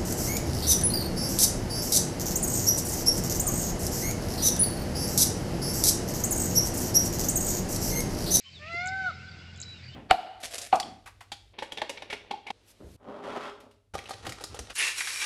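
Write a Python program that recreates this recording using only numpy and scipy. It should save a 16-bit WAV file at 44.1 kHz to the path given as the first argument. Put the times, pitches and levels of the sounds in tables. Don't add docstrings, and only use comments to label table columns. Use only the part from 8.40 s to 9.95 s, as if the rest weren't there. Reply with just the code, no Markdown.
import sys
import numpy as np
from scipy import signal
from scipy.fft import rfft, irfft, next_fast_len
from scipy.io import wavfile
from scipy.ndimage import uniform_filter1d, map_coordinates

SR = 44100
rng = np.random.default_rng(int(sys.argv[2]) if len(sys.argv) > 2 else 0)


def bounce(signal):
    frames = np.transpose(np.atleast_2d(signal))
    limited = np.clip(frames, -1, 1)
    pcm = np.round(limited * 32767).astype(np.int16)
    wavfile.write(sys.argv[1], SR, pcm)


N = 68355


def amp(db):
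    return 10 ** (np.asarray(db) / 20)


def clock():
    return np.arange(N) / SR


def along(points, hz):
    freqs, values = np.transpose(points)
    return np.interp(np.log(hz + 1), np.log(freqs + 1), values)


def curves(rows, start_s=0):
    times, *columns = np.transpose(rows)
    return [np.interp(clock() - start_s, times, column) for column in columns]


def gate(start_s, end_s):
    return np.clip(np.minimum(clock() - start_s, end_s - clock()) * 1000, 0, 1)


def wobble(knots_per_s):
    return map_coordinates(rng.standard_normal(N // 8), [clock() * knots_per_s + 2], mode="wrap")


def filtered(x, response):
    size = next_fast_len(N + SR // 2)
    return irfft(rfft(x, size) * response(np.fft.rfftfreq(size, 1 / SR)), size)[:N]


def noise(colour):
    x = filtered(rng.standard_normal(N), lambda hz: amp(along(colour, hz)))
    return x / np.sqrt(np.mean(x ** 2) + 1e-20)


def tone(hz):
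    return np.sqrt(2) * np.sin(2 * np.pi * np.cumsum(hz) / SR)


def note(start_s, length_s, first_hz, middle_hz, last_hz, db, rough_hz=0):
    progress = np.clip((clock() - start_s) / length_s, 0, 1)
    hz = np.polyval(np.polyfit([0, .5, 1], [first_hz, middle_hz, last_hz], 2), progress)
    if rough_hz:
        hz = hz + rough_hz * wobble(700)
    return amp(db) * np.sin(np.pi * progress) * tone(hz)


def nearby(x, t60_s):
    t = np.arange(SR // 3) / SR
    tail = rng.standard_normal(len(t)) * amp(-60 * t / t60_s) * (t > .003)
    return signal.fftconvolve(x, tail / np.linalg.norm(tail))[:N]


# (frequency [Hz], T60 [s])
FIELD_DECAY = [(500, 1.2), (1500, 2.36), (2500, 1.7), (5000, 0.59), (9000, 0.22)]


def trees(x, delay_s=.021, build_s=.063):
    hz, t, spectrum = signal.stft(rng.standard_normal(N), SR, nperseg=256)
    build = np.clip((t - delay_s) / build_s, 0, 1)
    decay = amp(-60 * t / along(FIELD_DECAY, hz)[:, None])
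    tail = signal.istft(spectrum * build * decay, SR, nperseg=256)[1]
    return signal.fftconvolve(x, tail / np.linalg.norm(tail))[:N]


def tree_line_echo(x, delay_s=.18):
    delayed = np.interp(clock() - delay_s, clock(), x, left=0)
    return nearby(delayed, t60_s=.36)


# (frequency [Hz], gain [dB])
LEAF_GAIN = [(700, -5), (1450, -2), (2150, 5.5), (3000, 9.5), (6000, 12.5)]


def leaves(x):
    return filtered(x, lambda hz: amp(along(LEAF_GAIN, hz)))


# (frequency [Hz], relative density [dB])
AIR_COLOUR = [(300, -16), (700, -2), (1100, -7), (1700, -2.5), (2400, -4.5), (3300, -7.5), (5000, -7),
              (9000, -44)]
RUMBLE_COLOUR = [(20, -33), (45, -13), (70, -2.5), (115, 1.5), (170, -6), (250, -12.5), (400, -15.5),
                 (700, -22.5), (1200, -57.5)]
HISS_COLOUR = [(1200, -18), (2400, 5.5), (3300, -3.5), (5000, 1.5), (5900, -9), (6700, -10.5),
               (7600, -11.5), (8600, -12), (10000, -18), (15000, -24)]


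def outdoor_air(fade):
    air = amp(-59 + wobble(14)) * noise(AIR_COLOUR)
    rumble = amp(-52.5 + 1.63 * wobble(11.04)) * noise(RUMBLE_COLOUR)
    hiss = amp(-57.5 + .78 * wobble(13.3)) * noise(HISS_COLOUR)
    return (air + rumble) * fade + hiss


# (multiple of firing rate, level [dB])
ENGINE_HARMONICS = [(1, -75.5), (2, -51), (3, -58), (4, -60.5), (5, -63.5)]


def engine(mean_hz=43.26, waver_db=1):
    firing_hz = mean_hz * (1 + .0045 * wobble(5))
    return sum(amp(db + waver_db * wobble(9)) * tone(k * firing_hz) for k, db in ENGINE_HARMONICS)


# (frequency [Hz], relative density [dB])
BUMP_SPECTRUM = [(60, -15), (150, -3.5), (400, 5), (600, -11.5), (1200, -41.5)]


def bump(start_s=.333, length_s=.024, db=-44):
    progress = np.clip((clock() - start_s) / length_s, 0, 1)
    return amp(db) * np.sin(np.pi * progress) ** 2 * noise(BUMP_SPECTRUM)


def swell():
    return note(start_s=1.415, length_s=.135, first_hz=108, middle_hz=128, last_hz=138, db=-45.5)


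def chorus(count=90, low_hz=2206, high_hz=5200, mean_length_s=.035, max_glide=.08, mean_db=-63):
    out = np.zeros(N)
    for when, height, glide, strength, length in rng.random((count, 5)):
        hz = low_hz + height * (high_hz - low_hz)
        bend_hz = max_glide * hz * (2 * glide - 1)
        db = mean_db + 6 * (strength - .5)
        out += note(when * N / SR, mean_length_s * (.5 + length), hz + bend_hz, hz, hz - bend_hz, db)
    return out


# (time [s], length [s], start [Hz], middle [Hz], end [Hz], level [dB], roughness [Hz])
WHISTLE_NOTES = [(-.01, 0.022, 4800, 4300, 3700, -52, 140), (0.038, 0.076, 3010, 3068, 3087, -49, 46),
                 (0.039, 0.067, 1134, 1085, 1029, -68, 23), (0.11, 0.054, 4680, 4530, 4320, -59.5, 53),
                 (0.13, 0.073, 4160, 3640, 3197, -50.5, 40), (0.205, 0.059, 2980, 2456, 2320, -51, 260),
                 (.25, .06, 2486, 2617, 2674, -46, 196), (0.404, 0.084, 2317, 2356, 2360, -48.5, 25),
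                 (0.593, 0.079, 2347, 2420, 2305, -64, 34), (0.786, 0.056, 2584, 2680, 2770, -56.5, 100),
                 (1.008, 0.036, 2727, 2823, 2850, -56.5, 84), (1.051, 0.079, 2850, 2863, 2844, -54.5, 50),
                 (1.187, .09, 2900, 2523, 2052, -69, 70), (1.174, 0.11, 3900, 3935, 4007, -54.5, 17.2),
                 (1.231, 0.13, 3917, 3936, 3900, -49, 5.6), (1.275, 0.049, 9700, 9250, 9160, -63, 290),
                 (1.315, .08, 3197, 2774, 2980, -56.5, 111), (1.302, .13, 3907, 3817, 3282, -57.5, 27),
                 (1.397, .11, 2400, 2086, 2230, -55, 300), (1.476, 0.051, 2910, 2960, 3050, -54, 69),
                 (1.524, 0.039, 3000, 3120, 3100, -51, 75)]


def whistles(waver_db=.46):
    return sum(note(*row) for row in WHISTLE_NOTES) * amp(waver_db * wobble(120))


# (centre time [s], level [dB])
TWITTER_NOTES = [(0.269, -57), (0.35, -49.5), (.372, -46.5), (.895, -53), (0.917, -51), (0.928, -62),
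                 (1.443, -50.5), (1.464, -51.5), (1.487, -47.5)]


def twitters(hz=4625, fall_hz=220, length_s=.016):
    return sum(note(centre_s - length_s / 2, length_s, hz + fall_hz, hz, hz - fall_hz, db, rough_hz=90.8)
               for centre_s, db in TWITTER_NOTES)


# (peak time [s], relative level [dB])
TICK_EVENTS = [(0.333, -44.5), (.3455, -48.5), (0.4605, -30.5), (.4742, -24.5), (1.1624, -44),
               (1.1764, -41), (1.2029, -27.5), (1.2167, -23)]
# (time [s], relative level [dB])
CHIP_EVENTS = [(.482, -31.5), (1.2247, -30.5)]
# (time from onset [s], pitch [Hz], gain [dB])
CHIP_CONTOUR = [(0, 3200, -11), (.002, 3756, -4.5), (.004, 5340, -5), (.007, 4330, -10), (.009, 4000, -14),
                (.011, 5234, -2.5), (0.016, 4670, -31)]


def ticking_bird(tick_hz=6990, fall_hz_per_s=990000, rise_s=.00088, decay_s=.0006):
    out = np.zeros(N)
    for peak_s, db in TICK_EVENTS:
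        t = clock() - peak_s
        hz = np.clip(tick_hz - fall_hz_per_s * t, 4500, 8000)
        envelope = np.exp(np.minimum(t / rise_s, -t / decay_s)) * gate(peak_s - .003, peak_s + .004)
        out += amp(db - 5.5) * envelope * tone(hz)
    for start_s, db in CHIP_EVENTS:
        hz, shape_db = curves(CHIP_CONTOUR, start_s)
        envelope = amp(shape_db) * gate(start_s, start_s + CHIP_CONTOUR[-1][0])
        out += amp(db - 6) * envelope * tone(hz * (1 + .04 * wobble(1500)))
    return out


# (time [s], pitch [Hz])
CALL_PITCH = [(0.192, 586.5), (0.226, 598.4), (.25, 616.3), (0.289, 666.5), (.33, 680), (.39, 700.8),
              (.48, 748.2), (0.539, 766.5), (0.601, 767), (0.649, 748), (.68, 721.8), (.697, 681.6),
              (0.714, 609)]
# (time [s], first [dB], second [dB], third [dB])
CALL_PARTIALS = [(.19, -65, -69.5, -70), (.225, -54, -54.5, -49.5), (.29, -50.5, -48.5, -51),
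                 (.305, -46.5, -41, -51), (.335, -46, -46, -37.5), (.375, -41, -41, -32.5),
                 (.43, -39, -39.5, -38), (.49, -38, -35, -52), (.56, -39, -33, -72),
                 (.65, -40.5, -32.5, -49), (.686, -41, -29, -56), (.703, -55, -34.5, -69),
                 (.716, -47.5, -46, -82)]
# (time [s], base level [dB])
CALL_OVERTONES = [(.19, -78.5), (.27, -65), (.37, -54), (.44, -56.5), (.51, -66), (.58, -62.5),
                  (.67, -57.5), (.72, -79.5)]
# (frequency [Hz], gain [dB])
THROAT_GAIN = [(2400, 15.5), (2900, -4), (3300, -3.5), (3650, -1), (4200, 0), (4900, -7), (5500, -9),
               (6300, -15.5), (7600, -16.5), (9000, -37.5)]


def peafowl(jitter=.0013, shimmer_db=.5, flutter_db=3.5, drift_hz=20, rasp_db=-51):
    pitch_hz = uniform_filter1d(curves(CALL_PITCH)[0], size=400) * (1 + jitter * wobble(160))
    voice = np.zeros(N)
    for k, db in enumerate(curves(CALL_PARTIALS), 1):
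        voice += amp(db + shimmer_db * wobble(89.1)) * tone(k * pitch_hz)
    for k in range(4, 11):
        db = curves(CALL_OVERTONES)[0] + along(THROAT_GAIN, k * pitch_hz) + flutter_db * wobble(69.9)
        voice += amp(db) * tone(k * pitch_hz + drift_hz * wobble(300))
    rasp = 1 + amp(rasp_db) * wobble(900)
    return voice * rasp * gate(CALL_PITCH[0][0], CALL_PITCH[-1][0])


# (time [s], gain [dB])
BACKGROUND_FADE = [(0, -31), (.07, -12), (.17, -4), (.25, 0), (.95, 0.5), (1.2, 0), (1.55, -3)]


def scene():
    call, ticks, songbirds = peafowl(), ticking_bird(), whistles() + twitters()
    fade = amp(curves(BACKGROUND_FADE)[0])
    distant = nearby(chorus(), t60_s=.18) + engine()
    background = distant * fade + outdoor_air(fade) + bump() + swell()
    leafy_call = leaves(call)
    scatter = (amp(-12) * nearby(leafy_call, t60_s=.36)
               + amp(-7.5) * nearby(ticks, t60_s=.1)
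               + amp(-8.5) * nearby(songbirds, t60_s=.24))
    echo = amp(-28.5) * tree_line_echo(leafy_call)
    reverb = trees(amp(-23.5) * leafy_call + amp(-16) * (songbirds + ticks))
    return (background + reverb + echo + scatter + songbirds + ticks + call)[None]


# (frequency [Hz], gain [dB])
TREBLE_GAIN = [(7700, 0), (8400, -10.5), (9200, -15), (10200, -18), (15000, -14.5)]
BAND_LIMIT_HZ = 15500


def record(dry):
    return filtered(dry[0], lambda hz: amp(along(TREBLE_GAIN, hz)) * (hz < BAND_LIMIT_HZ))[None]


dry = scene()
out = record(dry)
bounce(out)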